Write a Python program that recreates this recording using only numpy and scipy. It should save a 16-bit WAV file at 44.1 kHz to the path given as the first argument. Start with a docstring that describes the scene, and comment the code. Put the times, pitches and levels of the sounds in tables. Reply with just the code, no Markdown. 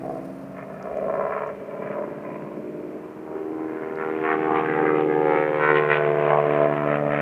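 """An aerobatic propeller airplane dives out of a loop and comes nearer, heard from an airfield apron.
Far off the uneven exhaust of its radial engine throbs; nearer, the sharp pulses of the two blades take over.
Filtered clicks make blades and exhaust, noise makes the air rush, and sine tones make the low drone.
Two reflections sweep through as the airplane sinks; restless air and paths that add or cancel swell and fade it.
Around it lie a faint handling rustle with small ticks, the airfield's rumble and hiss, and a lumpy breeze."""
import sys
import numpy as np
from scipy import signal
from scipy.fft import rfft, irfft, next_fast_len
from scipy.io import wavfile
from scipy.ndimage import map_coordinates

SR = 44100
rng = np.random.default_rng(int(sys.argv[2]) if len(sys.argv) > 2 else 0)


def int16_out(signal):
    """Quantize to a 16-bit WAV file."""
    q = np.round(np.clip(np.atleast_2d(signal).T, -1, 1) * 32767)
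    wavfile.write(sys.argv[1], SR, q.astype(np.int16))


N = 317961
T = np.arange(N) / SR  # time of every sample, s
SPLIT_HZ = 900  # where body and treble part, for the blade pulses and the reflections


def amp(db):
    """Decibels to gain."""
    return 10 ** (np.asarray(db) / 20)


def unit(x):
    """Scales to rms 1."""
    return x / np.sqrt(np.mean(x ** 2) + 1e-20)


def curves(rows):
    """Each column of a table after the first (time in s), drawn as straight lines at every sample."""
    times_s, *columns = np.transpose(rows)
    return [np.interp(T, times_s, column) for column in columns]


def wander(corner_hz):
    """Slow random drift of rms 1, falling off above the given rate."""
    hz = np.fft.rfftfreq(N, 1 / SR)
    spectrum = rfft(rng.standard_normal(N)) / (1 + (hz / corner_hz) ** 2)
    return unit(irfft(spectrum, N))


def colour(x, points):
    """Minimum-phase filter with the given spectrum: pulses keep a sharp front and ring afterwards."""
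    size = next_fast_len(N + SR // 2)  # room for the ringing
    points_hz, points_db = np.transpose(points)
    hz = abs(np.fft.fftfreq(size, 1 / SR)) + 1
    gain_db = np.interp(np.log(hz), np.log(points_hz), points_db)
    log_gain = np.log(amp(gain_db))
    response = np.exp(np.conj(signal.hilbert(log_gain)))[:size // 2 + 1]
    return unit(irfft(rfft(x, size) * response, size)[:N])


def split(x, edge_hz):
    """The body and the treble of a sound; together they make the whole."""
    hz = np.fft.rfftfreq(N, 1 / SR)
    body = irfft(rfft(x) / (1 + (hz / edge_hz) ** 4), N)
    return body, x - body


def pulses(turns):
    """One click at each whole turn, shared between the two nearest samples."""
    at = np.flatnonzero(np.diff(np.floor(turns)) > 0)
    part = (np.floor(turns[at + 1]) - turns[at]) / (turns[at + 1] - turns[at])
    clicks = np.zeros(N)
    clicks[at], clicks[at + 1] = 1 - part, part
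    return clicks


def puffs(clicks, decay_s):
    """A burst of noise that dies away exponentially after each click."""
    envelope = signal.lfilter([1], [1, -np.exp(-1 / (decay_s * SR))], clicks)
    return unit(envelope * rng.standard_normal(N))


def propeller(turns, hz, jitter_s=.00002, uneven_db=0.66, slap_at=0.53, slap_throb_db=4.5, crack_s=.004):
    """One pressure pulse per blade, nudged by eddies, plus a slap that swells and fades over
    every four blade passes: one hard, one soft, two between."""
    # spectrum of the blade pulse: pitch_hz, relative_db
    blade_spectrum = [(40, -43.5), (75, -49), (110, -6.5), (150, 5), (225, 1), (310, 3.5), (450, 7.5),
                      (700, -0.5), (1200, -2.5), (2200, -7), (2700, -21.5), (3400, -29.5), (4500, -45.5),
                      (7000, -64)]
    # spectrum of the blade slap: pitch_hz, relative_db
    slap_spectrum = [(100, -32.5), (300, -15.5), (430, 8.5), (620, 1.5), (800, -0.5), (1100, -2.5),
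                     (1800, -13), (2500, -23.5), (3200, -34.5), (7000, -81.5)]
    # treble edge of the blade pulses against their body: time_s, edge_db
    blade_edge = [(0, -9.5), (1.5, -3), (1.8, -6), (3.4, -9.5), (3.9, -6.5), (5.7, 0.5), (6.2, -11.5),
                  (7.2, -7.5)]
    # the hardest slaps, each lifted within crack_s either side: time_s, extra_db
    cracks = [(.036, 3), (.095, 6), (.985, 6), (1.097, 4), (1.153, 3), (1.211, 4)]
    clicks = pulses(turns + hz * jitter_s * wander(36)) * amp(uneven_db * wander(20))
    body, edge = split(colour(clicks, blade_spectrum), SPLIT_HZ)
    thrum = body + amp(curves(blade_edge)[0]) * edge
    cycle = np.cos(2 * np.pi * (turns / 4 - slap_at))
    crack_db = sum(db * (abs(T - time_s) < crack_s) for time_s, db in cracks)
    slap = colour(clicks * amp(slap_throb_db * cycle + crack_db), slap_spectrum)
    return thrum, slap


def exhaust(turns, hz, jitter_s=.00004, uneven_db=3.5, boom_throb_db=6.5, bark_throb_db=8.0,
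            throb_at=0.56, lag_turns=0.073):
    """Nine unequal firings in two crank turns (four blade passes): a low boom and a gassy bark, both throbbing."""
    # the nine cylinders in firing order: strength_db, lateness_ms of the puff
    cylinders = [(9, -1.6), (9.5, -.41), (0.5, 0.74), (-3, -0.197), (-6.5, 1.66), (-6.5, -1.484),
                 (0, 1.313), (5.5, 0.397), (8.5, .16)]
    # spectrum of the exhaust boom: pitch_hz, relative_db
    boom_spectrum = [(40, -73.5), (90, -37.5), (115, -25.5), (150, 5), (210, 15.5), (290, 7), (365, 9),
                     (440, -2.5), (520, -12.5), (650, -10), (1200, -33), (3000, -62)]
    # spectrum of the exhaust bark: pitch_hz, relative_db
    bark_spectrum = [(100, -53.5), (330, -10.5), (480, 8.5), (620, 6.5), (750, -7.5), (1000, -3),
                     (1600, -12.5), (2400, -11), (3000, -38), (4200, -61), (7000, -89)]
    boom_rough, bark_rough = .045, .2  # share of noisy gas beside the clean firings
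    heard = turns - lag_turns + hz * jitter_s * wander(44)
    firings = np.zeros(N)
    for k, (strength_db, late_ms) in enumerate(cylinders):
        cylinder_cycle = (heard - hz * late_ms / 1000) / 4 - k / len(cylinders)
        firings += amp(strength_db) * pulses(cylinder_cycle)
    firings = unit(firings * amp(uneven_db * wander(170)))
    boom = colour(firings + boom_rough * puffs(firings, decay_s=0.019), boom_spectrum)
    bark = colour(firings + bark_rough * puffs(firings, decay_s=0.0043), bark_spectrum)
    cycle = np.cos(2 * np.pi * (turns / 4 - throb_at))
    return unit(boom * amp(boom_throb_db * cycle)), unit(bark * amp(bark_throb_db * cycle))


def rush(turns, decay_s=.004, crackle_db=2):
    """Turbulence shed by the blades: uneven noise puffs, one per blade pass, over a steadier hiss."""
    # hiss that does not pulse with the blades, against the puffs: time_s, share
    steady_share = [(0, .7), (1.2, .4), (1.7, .8), (3.4, .9), (4.2, .6), (7.2, .7)]
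    # spectrum of the air rush: pitch_hz, relative_db
    rush_spectrum = [(40, -45), (100, -35), (160, -14), (300, -9), (600, 0), (1000, 3), (1700, 4),
                     (2400, 1), (2900, -7.5), (3500, -19), (4500, -38.5), (7000, -61.5)]
    clicks = pulses(turns) * amp(crackle_db * wander(19))
    steady = curves(steady_share)[0] * rng.standard_normal(N)
    return colour(puffs(clicks, decay_s) + steady, rush_spectrum)


def delayed(x, ms):
    """The sound after a path whose length changes."""
    return map_coordinates(x, [(T - ms / 1000) * SR], order=3)


def scatter(x, count=14, treble_above_hz=694, drift_hz=3.4, longest_ms=9):
    """Eddies send faint late copies of the treble that come and go: a rasp that fills the gaps between pulses."""
    # strength of each scattered copy, least over the top of the loop: time_s, share
    copy_share = [(0, .2), (.7, .2), (.95, .1), (1.45, .1), (1.7, .22), (4.2, .19), (7.2, .2)]
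    _, treble = split(x, treble_above_hz)
    spread = (np.arange(count) + rng.random(count)) / count
    delays_ms = longest_ms * spread ** 1.5  # crowded toward the short delays
    copies = sum(wander(drift_hz) * np.roll(treble, int(ms * SR / 1000)) for ms in delays_ms)
    return curves(copy_share)[0] * copies


def reflections(x, ground=0.68, nearby=0.5, twinkle_db=2.0, waver_ms=.015, dull_hz=1700):
    """Pulses arrive direct and off the hard apron, with twinkling treble; a nearby surface adds a dull copy."""
    # reflection delays and how the two paths share the treble:
    # time_s, ground_ms, nearby_ms, lean_db (treble of the ground path over the direct one)
    echoes = [(0.0, 2.8, 1.6, -3), (1.35, 2.95, 1.7, 0), (2.3, 3.05, 1.95, -3), (3.4, 2.9, 2.2, -3),
              (4.1, 2.8, 2.3, -2), (4.45, 2.7, 2.33, 9), (4.85, 2.48, 2.42, 6), (5.2, 2.35, 2.5, 0),
              (5.7, 2.12, 2.6, 3), (6.3, 1.85, 2.75, -4), (6.8, 1.65, 3.05, -3), (7.2, 1.63, 3.12, -3)]
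    ground_ms, nearby_ms, lean_db = curves(echoes)
    body, treble = split(x, SPLIT_HZ)
    direct = body + treble * amp(twinkle_db * wander(4.8) - lean_db / 2)
    bounced = body + treble * amp(twinkle_db * wander(3.2) + lean_db / 2)
    both = direct + ground * delayed(bounced, ground_ms + waver_ms * wander(9.9))
    dull, _ = split(both, dull_hz)
    return both + nearby * delayed(dull, nearby_ms) + scatter(both)


def approach_and_swells(x, steepness=6.3, flutter_db=1.2, bass_hz=231, treble_hz=1095):
    """A slow trend sets level and tone, and the treble flutters;
    each swell or fade is a flat-topped rise or dip in time, rounded around a pitch."""
    # the trend as the airplane comes nearer: time_s, level_db, bass_lift_db, treble_lift_db
    approach = [(0.0, -37.5, 18.5, -15), (0.5, -38, 14, -24.5), (1.0, -32.5, 1, -5), (1.8, -30, -5, -18),
                (2.55, -31.5, 5, -19.5), (2.8, -28.5, -16, -28), (3.15, -36, 5.5, -19.5),
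                (3.5, -31, -4, -17), (3.95, -29.5, 0.5, -14.5), (4.2, -27, 2.5, -6), (4.5, -24.5, 7.5, -6),
                (5.5, -28.5, 6.5, -1.5), (5.85, -23.5, 4.5, -3.5), (6.5, -21, 2, -6),
                (7.2, -22.5, 5.5, -14.5)]
    # swells and fades of the airplane's sound; the narrow ones lift or sink a single overtone,
    # as when reflected paths add or cancel:
    # middle_s, length_s (between half-dB points), peak_db, centre_hz, spread_octaves
    swells = [(0.115, 0.15, 9.5, 645, 0.56), (0.15, 0.95, 17, 278, 0.07), (.1, 0.78, 26, 318, 0.041),
              (0.59, 0.089, 16.5, 2170, 0.87), (0.802, 0.95, -11, 350, 0.043), (1.083, 0.35, 7, 548, 0.17),
              (0.967, 0.21, 7, 564, 0.38), (.35, 0.23, 6.5, 540, 0.086), (0.793, .2, 6.5, 1305, 0.37),
              (1.19, .2, 2.5, 2050, .5), (1.25, .2, -5.5, 241, 0.25), (1.636, 1, -4.5, 703, 0.1),
              (1.85, 0.22, 10.5, 145, 0.37), (1.19, 0.25, 11, 920, 0.79), (1.405, 0.18, 12.5, 1650, 0.94),
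              (1.614, 0.15, -9, 990, 0.62), (1.885, 0.13, 9, 1920, 0.83), (1.996, 0.11, 6, 825, 0.67),
              (2.3, 0.15, 9, 2330, 0.21), (2.75, 0.73, 5.5, 2320, 0.13), (2.357, 0.2, 1, 1220, 0.61),
              (2.744, 0.35, -12, 980, 0.47), (2.747, 1, 1, 383, 0.018), (3.334, 0.14, 6.5, 960, 0.91),
              (3.42, 0.18, 10, 398, 0.042), (3.637, 0.36, 7.5, 310, 0.07), (3.793, 0.3, 6.5, 1570, 0.43),
              (3.693, .8, 8, 144, 0.13), (3.9, 0.37, -15.5, 318, 0.039), (4.011, 0.085, 10, 1580, 0.6),
              (4.301, 0.11, 10.5, 1460, 0.94), (4.551, 0.17, 11, 946, 0.39), (4.581, 0.067, 8.5, 2800, 0.7),
              (4.814, 0.11, 7, 773, 0.35), (4.8, 0.29, 8, 1690, 0.41), (4.885, 0.061, 4, 1385, 0.62),
              (5.016, 0.057, 11, 792, 0.05), (4.7, .2, -6, 358, .3), (4.847, 0.5, 2, 3035, 0.42),
              (4.944, .2, 3, 1375, 0.37), (5.046, 0.79, 5, 353, 0.81), (5.047, 0.078, -4.5, 1560, 0.51),
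              (5.255, 0.23, 7, 870, 0.11), (5.404, 0.15, 5, 1920, 0.26), (5.432, 0.42, 12, 520, 0.049),
              (5.666, 0.11, 9.5, 1620, 0.95), (5.72, 0.54, 2, 1150, 0.15), (5.7, 0.96, 5.5, 684, 0.097),
              (6.03, 0.062, 4, 1570, 0.26), (6.2, 0.22, -4.5, 1110, 0.084), (5.774, 0.042, 8.5, 2750, 0.77),
              (5.76, 0.12, 4, 422, 0.9), (5.94, 0.082, 12.5, 2770, 0.7), (5.933, 0.29, -8, 278.6, 0.2),
              (6.22, 0.05, 3.5, 2500, 0.42), (6.352, 0.1, 9.5, 847, 0.24), (6.375, 0.16, -14.5, 294, 0.2),
              (6.398, 1, 11, 646, 0.027), (6.633, 0.082, 3.5, 566, 0.47), (6.78, 0.15, -12.5, 540, 0.2),
              (6.88, 1, 12.5, 289, 0.057), (6.927, 0.12, 7, 2260, 0.75), (7.066, 0.3, -20, 358, 0.066),
              (7.186, 0.15, 10.5, 2200, 0.64)]
    hz, t, z = signal.stft(x, SR, nperseg=2048, noverlap=1792)
    hz = hz[:, None] + 1
    trend_curves = curves(approach) + [wander(5.8)]
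    level_db, bass_db, treble_db, flutter = [np.interp(t, T, c) for c in trend_curves]
    bass = 1 / (1 + (hz / bass_hz) ** 8)
    treble = 1 / (1 + (treble_hz / hz) ** 3)
    trend_db = level_db + bass * bass_db + treble * (treble_db + flutter_db * flutter)
    middle_s, length_s, peak_db, centre_hz, octaves = np.transpose(swells)
    in_time = .5 ** (abs(2 * (t[:, None] - middle_s) / length_s) ** steepness)
    in_pitch = np.exp(-.5 * (np.log2(hz / centre_hz) / octaves) ** 2)
    swell_db = (peak_db * in_pitch) @ in_time.T
    return signal.istft(z * amp(trend_db + swell_db), SR, nperseg=2048, noverlap=1792)[1][:N]


def drone(turns, waver_db=3.5):
    """The lowest engine tones carry cleanly through the air and glide with the shaft."""
    # level of the whole drone: time_s, level_db
    drone_level = [(0, -42), (.7, -44.5), (2.6, -45.5), (3.3, -50), (4.2, -46), (5, -47), (7.2, -65)]
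    # its tones: multiple of the firing cycle, relative_db
    drone_tones = [(8, -4), (11, 0.5), (14, -8.5)]
    cycles = turns / 4  # one firing cycle lasts four blade passes
    tones = np.zeros(N)
    for multiple, db in drone_tones:
        tones += amp(db + waver_db * wander(6.7)) * np.sin(2 * np.pi * round(multiple) * cycles)
    return amp(curves(drone_level)[0]) * unit(tones)


def airplane(first_blade_turn=.4):
    """Blades and engine turn on one shaft; their pulses take several paths, the diffuse rush fills in between."""
    # blade passing rate as heard, Doppler shift included: time_s, rate_hz
    blade_rate = [(0.0, 66.8), (0.25, 67.45), (0.56, 68.88), (1.4, 71.7), (2.25, 75.22), (2.7, 76.78),
                  (3.3, 78.58), (3.6, 79.2), (4.05, 79.1), (4.5, 78.45), (4.91, 77.26), (5.92, 74.99),
                  (6.1, 74.37), (6.6, 73.72), (6.76, 73.75), (7.2, 72.85)]
    # what is beamed toward the listener, against the blade pulses: time_s, boom_db, bark_db
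    aspect = [(0, -6, 3), (.6, -2, 4), (1.15, 12.5, 4.5), (1.45, -1, 8), (1.6, 2, 7.5), (2.1, 5.5, 4),
              (2.8, 4, -1.5), (3.6, -3.5, -9), (4.2, -11, -16), (4.9, -6, -8.5), (5.6, -9.5, -19),
              (6.3, -19, -13.5), (7.2, -23, -13.5)]
    # blade slap against the blade pulses, hardest over the top of the loop: time_s, slap_db
    slap_level = [(0, -2), (.15, -2), (.3, -14), (.75, -6), (1.15, 6), (1.46, 7), (1.52, -8), (1.9, 0),
                  (2.2, -8), (3.6, -24), (5.6, -25), (6.3, -15), (7.2, -15)]
    # air rush against the blade pulses: time_s, rush_db
    rush_level = [(0, -5), (1.15, -5), (1.6, 1), (2.1, -1), (2.8, -4), (3.4, -9), (4.3, -9), (5.6, -9.5),
                  (6.3, -8), (7.2, -7)]
    hz, = curves(blade_rate)
    turns = np.cumsum(hz) / SR - first_blade_turn  # counted in blade passes
    gains = amp(curves(aspect) + curves(slap_level))
    boom_gain, bark_gain, slap_gain = gains
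    rush_gain = amp(curves(rush_level)[0])
    thrum, slap = propeller(turns, hz)
    boom, bark = exhaust(turns, hz)
    beats = reflections(thrum + boom_gain * boom + bark_gain * bark + slap_gain * slap)
    total = np.sqrt(1 + (gains ** 2).sum(0))  # evens out the mix before the trend sets its level
    return approach_and_swells((beats + rush_gain * rush(turns)) / total) + drone(turns)


def handling(grain_db=3, count=9, decay_s=.0018, width_hz=2000):
    """A faint grainy noise rustle and a few small ticks by the microphone, each a cluster of short modes."""
    # level of the rustle: time_s, level_db
    rustle_level = [(0, -65.5), (.3, -66), (.7, -72.5), (1.1, -73), (2, -92), (7.2, -103.5)]
    # spectrum of the rustle: pitch_hz, relative_db
    rustle_spectrum = [(2000, -22), (3500, -3.5), (5200, 0.5), (7500, -9.5), (9300, 1.5), (12000, -9),
                       (15000, -4)]
    # small ticks close by: start_s, peak_db, centre_hz
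    ticks = [(.826, -46, 5900), (.972, -48, 5900), (1.472, -51, 6300), (3.956, -49, 4200)]
    grains = rng.standard_normal(N) * amp(grain_db * wander(70))
    out = amp(curves(rustle_level)[0]) * colour(grains, rustle_spectrum)
    t = np.arange(0, 8 * decay_s, 1 / SR)
    for start_s, peak_db, centre_hz in ticks:
        offsets = np.linspace(-.5, .5, count) + rng.uniform(-0.56, .5, count) / count
        modes_hz = centre_hz + width_hz * offsets
        modes = np.sin(2 * np.pi * (modes_hz * t[:, None] + rng.random(count)))
        ring = modes.sum(1) * np.exp(-t / decay_s)
        out[round(start_s * SR):][:len(t)] += amp(peak_db) * ring / abs(ring).max()
    return out


def airfield_floor(level_db=-48):
    """Steady coloured noise: the airfield's low rumble and a thin hiss."""
    # spectrum of the floor: pitch_hz, relative_db
    floor_spectrum = [(20, -16), (45, -22.5), (70, 4.5), (100, 2), (160, 12), (400, -2), (1000, 3.5),
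                      (2500, -11), (3600, -24.5), (6000, -27), (10000, -29.5), (15000, -29)]
    return amp(level_db) * colour(rng.standard_normal(N), floor_spectrum)


def breeze(gust_db=3.0):
    """Low noise of a lumpy breeze at the microphone, its level drifting in gusts."""
    # level of the breeze: time_s, level_db
    breeze_level = [(0, -87), (1.2, -57), (2, -86), (3.5, -76), (5.7, -72.5), (6.2, -62), (7.2, -56)]
    # spectrum of the breeze: pitch_hz, relative_db
    breeze_spectrum = [(15, -26), (35, -10.5), (60, 6.5), (90, 0), (200, -37.5), (600, -44.5)]
    gusts = amp(curves(breeze_level)[0] + gust_db * wander(6))
    return gusts * colour(rng.standard_normal(N), breeze_spectrum)


def scene():
    """The airplane and the handling noise over the airfield's floor and a light breeze."""
    return (airplane() + handling() + airfield_floor() + breeze())[None]


def record(dry, edge_hz=15300):
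    """The recorder's band limit: a steep low-pass."""
    low_pass = signal.firwin(511, edge_hz, window=("kaiser", 9), fs=SR)
    return signal.oaconvolve(dry, low_pass[None], "same")


dry = scene()
out = record(dry)
int16_out(out)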